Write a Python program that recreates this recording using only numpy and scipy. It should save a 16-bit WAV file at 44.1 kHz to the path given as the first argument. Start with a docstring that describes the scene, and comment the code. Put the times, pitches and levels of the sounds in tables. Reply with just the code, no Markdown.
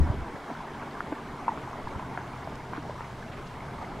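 """Shallow creek over gravel

The water runs just below a hand-held microphone: a low gurgle, a dense babble of ringing bubbles and
a fine hiss, with single plops and the small splashes of breaking wavelets. Traffic rumbles far off.
A faint motor hum comes and goes. Wind thumps the microphone at the start and, more weakly, halfway."""
import sys
import numpy as np
from scipy import signal
from scipy.fft import rfft, irfft, next_fast_len
from scipy.io import wavfile
from scipy.ndimage import uniform_filter1d, map_coordinates

SR = 44100
rng = np.random.default_rng(int(sys.argv[2]) if len(sys.argv) > 2 else 0)


def pcm_store(signal):
    """Save signal as 16-bit PCM."""
    levels = np.round(np.clip(np.atleast_2d(signal), -1, 1) * 32767)
    wavfile.write(sys.argv[1], SR, levels.astype(np.int16).T)


N = 176400

# stereo image of the water at the microphone: f/Hz, left-right likeness
WATER_IMAGE = [(200, 0.97), (350, 0.94), (470, 0.92), (700, 0.99), (1000, 0.96), (2500, 0.85), (5000, 0.88),
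               (10000, 0.82)]


def amp(db):
    """Decibels to gain."""
    return 10 ** (np.asarray(db) / 20)


def unit(x):
    """Scale to rms 1."""
    return x / np.sqrt(np.mean(x ** 2) + 1e-20)


def along(points, hz):
    """Read (f/Hz, value) points on a log frequency axis."""
    f, values = np.transpose(points)
    return np.interp(np.log(hz + 1), np.log(f + 1), values)


def curves(rows):
    """One value per sample for each column after the time."""
    times, *columns = np.transpose(rows)
    return [np.interp(np.arange(N) / SR, times, column) for column in columns]


def wobble(rate):
    """A smooth random curve, rate knots a second."""
    return map_coordinates(rng.standard_normal(512), [np.arange(N) * rate / SR], mode="wrap")


def filtered(x, response):
    """Pass x through a frequency response."""
    size = next_fast_len(N + SR // 4)
    return irfft(rfft(x, size) * response(np.fft.rfftfreq(size, 1 / SR)), size)[..., :N]


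def rush(spectrum, image, patchy_db):
    """Shaped stereo noise of rms 1, its gain varying in random patches of time and frequency."""
    bins = signal.stft(rng.standard_normal((2, N)), nperseg=512)[2]
    patches = uniform_filter1d(rng.standard_normal(bins.shape[1:]), size=6, axis=0)
    patches = uniform_filter1d(patches, size=9, axis=1)
    pair = signal.istft(bins * amp(patchy_db * unit(patches)), nperseg=512)[1][:, :N]

    def mid_side_gains(hz):
        angle = np.arccos(np.clip(along(image, hz), -1, .995)) / 2
        return amp(along(spectrum, hz)) * [np.cos(angle), np.sin(angle)]
    mid, side = filtered(pair, mid_side_gains)
    return unit(np.array([mid + side, mid - side]))


def bubbles(count, hz, spread, cycles, size_db, width, start=0, length=N / SR):
    """Bubbles across the stream ring and rise in pitch as they die; rms about 1 over length seconds."""
    when, size, place = rng.random((count, 3)).T
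    pitch, life = rng.standard_normal((count, 2)).T
    f = np.minimum(hz * np.exp(spread * pitch), SR / 3)[:, None]
    samples = np.arange(1400)
    turns = f * samples / SR
    age = turns / (cycles * np.exp(life / 3))[:, None]  # 1 when the ring is 60 dB down
    strength_db = -size_db * np.log(np.maximum(size, .01))
    envelope = (1 - np.exp(-2 * turns)) * amp(strength_db[:, None] - 60 * age)
    ring = envelope * np.sin(2 * np.pi * turns * (1 + 0.023 * age / 2))  # 2.3 % rise over its life
    ring *= np.minimum(1, hz / f) ** .5  # higher bubbles are quieter
    onsets = ((max(start, 0) + when * length) * SR).astype(int)
    at = (onsets[:, None] + samples).ravel()
    pan = width * (2 * place[:, None] - 1)
    pair = [np.bincount(at, (ring * (1 + side * pan)).ravel(), N)[:N] for side in (1, -1)]
    return np.sqrt(length * SR / N) * unit(np.array(pair))


def babble():
    """The creek's main voice: a crowd of small bubbles ringing in a midrange rush."""
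    # spectrum of the rush: f/Hz, relative level/dB
    spectrum = [(300, -40), (600, -10), (800, 2), (1000, 3.5), (1250, -3), (1600, -5), (1850, -10.5),
                (2200, -7.5), (2500, -20), (3300, -18), (6000, -74)]
    bed = amp(-1) * rush(spectrum, WATER_IMAGE, patchy_db=1.3)
    return bed + amp(-2.5) * bubbles(1300, hz=1109.4, spread=0.367, cycles=60, size_db=2.5, width=0.16)


def gurgle():
    """The low, uneven rush of the running water."""
    # spectrum of the gurgle: f/Hz, relative level/dB
    spectrum = [(100, -3), (170, -1), (220, 0), (290, -2), (400, -0.5), (530, -7.5), (700, -3), (1000, -32),
                (2000, -70), (5000, -120)]
    return amp(2) * rush(spectrum, WATER_IMAGE, patchy_db=1.8)


def hiss():
    """The riffle hisses and its tiniest bubbles fizz."""
    # spectrum of the riffle: f/Hz, relative level/dB
    spectrum = [(800, -21), (2000, 4.5), (3000, -0.5), (4000, -2), (5000, -4.5), (7000, -8.5), (10000, -14),
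                (13000, -19.5), (15700, -25.5)]
    bed = amp(0.5) * rush(spectrum, WATER_IMAGE, patchy_db=1.25)
    return bed + amp(-8) * bubbles(1800, hz=3420, spread=0.39, cycles=15, size_db=4, width=0.42)


def creek():
    """Water over gravel, close below the microphone; gurgle and babble share quick swells."""
    # slow drift of the water's layers: t/s, gurgle gain/dB, babble gain/dB, hiss gain/dB
    flow = [(0.0, -43.5, -42.5, -56), (0.21, -44, -44, -57.5), (0.53, -45.5, -43, -57),
            (1.98, -45, -44, -57), (2.37, -47.5, -44, -57), (2.7, -45, -46.5, -57.5),
            (3.1, -47.5, -45.5, -56.5), (3.34, -47, -48, -57), (3.61, -47.5, -44.5, -57),
            (4.0, -44, -45, -57.5)]
    gurgle_db, babble_db, hiss_db = curves(flow)
    surge_db = 0.62 * wobble(21.76)
    body = gurgle() * amp(gurgle_db + surge_db) + babble() * amp(babble_db + surge_db)
    return body + hiss() * amp(hiss_db + 0.077 * wobble(23.9))


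def plops():
    """Each plop rings briefly over a dull splat, muffled by the water and a little to the left."""
    # plops, from low gulps to tiny drips: t/s, relative level/dB, f/Hz, t60/s, splat re ring/dB
    events = [(0.2808, -24, 1040, .013, -15), (0.5012, -20.5, 696, 0.013, -15),
              (0.51, -22, 280, 0.037, -35), (1.0056, -5.5, 1340, 0.0045, -33),
              (1.1200, -25.5, 905, 0.023, -20), (1.1210, -16.5, 297, 0.039, -27),
              (1.1248, -13.5, 570, 0.0084, -18.5), (1.4801, -9.5, 948, 0.018, -18.5),
              (1.4899, -14, 936, 0.023, -40), (1.518, -27.5, 865, 0.047, -27),
              (1.5748, -21, 1200, 0.0071, -15), (1.6744, -29, 826, 0.035, -26),
              (1.7300, -23, 1030, .014, -19), (1.7560, -23.5, 726, 0.011, -15),
              (1.871, -23.5, 956, .021, -28), (1.9946, -17, 915, .012, -16), (2.0023, -31, 970, .035, -20),
              (2.0237, -28, 950, 0.031, -14), (2.1748, -18, 1550, 0.0062, -14),
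              (2.1750, -22, 703, 0.021, -13), (2.4728, -20, 715, .013, -15),
              (2.7338, -14.5, 1030, 0.0069, -14.5), (2.7367, -29.5, 1000, 0.02, -10),
              (2.763, -21, 1100, 0.011, -23), (2.7755, -15, 1100, 0.0041, -20),
              (2.7774, -23.5, 293, 0.052, -28), (2.895, -17, 600, 0.011, -25),
              (2.9050, -31.5, 1004, 0.048, -24), (3.0072, -14.5, 980, 0.0053, -13),
              (3.3380, -29, 615, .02, -14), (3.6050, -33.5, 2190, 0.024, -30),
              (3.7868, -28, 980, .013, -21), (3.8220, -28.5, 757, 0.036, -19),
              (3.8460, -31, 2060, .02, -32)]
    # spectrum of the splat: f/Hz, relative level/dB
    spectrum = [(100, -47), (300, -10), (1000, 7), (2000, -1), (3000, -4), (8000, -50), (16000, -60)]
    muffle_hz, left_lead_s = 2450, .00005
    out, t = np.zeros(N + SR), np.arange(SR // 8) / SR
    noise = unit(filtered(rng.standard_normal(N), lambda hz: amp(along(spectrum, hz))))
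    for start, db, hz, t60, splat_db in events:
        at = round(start * SR)
        ring = np.sin(2 * np.pi * hz * t) * amp(-60 * t / t60)
        splat = noise[at:at + len(t)] * amp(splat_db - 60 * t / (1.9 * t60))
        rise_s = 0.79 / hz + 0.023 * t60
        attack = 1 - np.exp(-(t / rise_s) ** 2)
        out[at:at + len(t)] += amp(db + 2.5) * attack * (ring + splat)

    def path_to_microphone(hz):
        lead = np.exp(1j * np.pi * left_lead_s * np.array([hz, -hz]))
        return lead / (1 + (hz / muffle_hz) ** 6)
    return filtered(out[:N], path_to_microphone)


def splashes():
    """A wavelet breaks, or a fine drip falls: a rough cluster of tiny, quickly damped bubbles swells and fades."""
    # breaking wavelets, and one fine high drip at 2.556 s: middle t/s, half length/s, level/dB, f/Hz
    wavelets = [(1.592, .025, -50.5, 1790), (2.556, 0.0018, -50, 5000), (2.753, 0.028, -41, 1200),
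                (3.014, 0.011, -47, 1350), (3.333, .01, -47.5, 2120), (3.383, 0.016, -47.5, 1950),
                (3.474, 0.0076, -54, 3620), (3.829, 0.017, -40, 1090)]
    t, out = np.arange(N) / SR, np.zeros((2, N))
    for middle, half_s, db, hz in wavelets:
        cluster = bubbles(220, hz, spread=0.4, cycles=7.4, size_db=2.5, width=0.6,
                          start=middle - 2 * half_s, length=4 * half_s)
        swell = np.exp(-.5 * ((t - middle) / half_s) ** 2)
        out += amp(db) * swell * cluster
    return out


def wind():
    """Two puffs buffet the microphone, the second weaker, with low thumps at its two ports."""
    # strength of the buffeting: t/s, level/dB
    gusts = [(0, -23), (.12, -28), (.15, -29.5), (.235, -32), (.26, -68), (.4, -88), (1.6, -84),
             (1.78, -47), (1.88, -44), (1.97, -54), (2.1, -40), (2.17, -85)]
    # spectrum of the buffeting: f/Hz, relative level/dB
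    spectrum = [(15, 4), (26, 4), (38, -14), (70, 7), (120, -3), (180, -11), (300, -12.5), (800, -48),
                (2000, -120)]
    # its stereo image: f/Hz, left-right likeness
    image = [(30, 1), (130, 0.94)]
    # thumps on the microphone: t/s, level/dB, f/Hz, t60/s
    thumps = [(.002, -9.5, 72.2, 0.13), (0.098, -7, 81, 0.041), (0.343, -20.5, 155, 0.032),
              (1.956, -23, 82, 0.081)]
    rise_s, port_phase_rad = 0.0037, np.array([[-0.38], [0.38]])
    gust_db, = curves(gusts)
    out = amp(gust_db) * rush(spectrum, image, patchy_db=2.5)
    for start, db, hz, t60 in thumps:
        t = np.maximum(np.arange(N) / SR - start, 0)
        attack = 1 - np.exp(-(t / rise_s) ** 2)
        out += attack * amp(db - 60 * t / t60) * np.sin(2 * np.pi * hz * t + port_phase_rad)
    return out


def traffic():
    """Distant traffic: a rumble that fades at once and is back for the second half."""
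    # ebb and return of the traffic: t/s, level/dB
    levels = [(0, -43), (.5, -64), (1.2, -71), (1.6, -52.5), (2.2, -46), (2.7, -46.5), (3.1, -45),
              (3.6, -44), (4, -44)]
    # spectrum of the rumble: f/Hz, relative level/dB
    spectrum = [(15, -19), (26, 6.5), (36, -9), (52, -5), (85, -1.5), (130, -0.5), (180, -4.5), (250, -4.5),
                (400, -48), (900, -52), (2500, -120)]
    # its stereo image: f/Hz, left-right likeness
    image = [(30, 1), (300, 0.97)]
    level_db, = curves(levels)
    return amp(level_db) * rush(spectrum, image, patchy_db=-0.5)


def motor_hum():
    """A faint motor hum: low, wavering tones that come and go."""
    # motor tones: start t/s, end t/s, f/Hz, level/dB
    tones = [(0.514, 1.1, 141, -53), (0.48, 1.55, 232, -52), (0.31, 2.6, 286, -55.5), (1.26, 4.0, 130, -51)]
    fade_s, waver_hz = 0.029, 2.506
    t, out = np.arange(N) / SR, np.zeros(N)
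    for start, end, hz, db in tones:
        gate = np.clip(np.minimum(t - start, end - t) / fade_s + .5, 0, 1)
        phase = 2 * np.pi * np.cumsum(hz + waver_hz * wobble(9)) / SR
        out += gate * amp(db + 2.1 * wobble(7.01)) * np.sqrt(2) * np.sin(phase)
    return out


def mono_bass(x):
    """The bass is mono below a steep edge; partway through, a crossfade lowers that edge."""
    edges_hz, fade_middle_s, fade_s = np.array([[520], [227]]), 1.67, 0.77
    mid, side = (x[0] + x[1]) / 2, (x[0] - x[1]) / 2
    early, late = filtered(side, lambda hz: 1 - 1 / (1 + (hz / edges_hz) ** 6))
    late_share = np.clip((np.arange(N) / SR - fade_middle_s) / fade_s + .5, 0, 1)
    side = early + late_share * (late - early)
    return np.array([mid + side, mid - side])


def scene():
    """Water close in front, traffic in the distance, wind right on the microphone."""
    return mono_bass(creek() + plops() + splashes() + traffic() + motor_hum()) + wind()


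def record(dry):
    """The hand-held camera keeps nothing above its band limit."""
    return filtered(dry, lambda hz: hz < 15720)


dry = scene()
out = record(dry)
pcm_store(out)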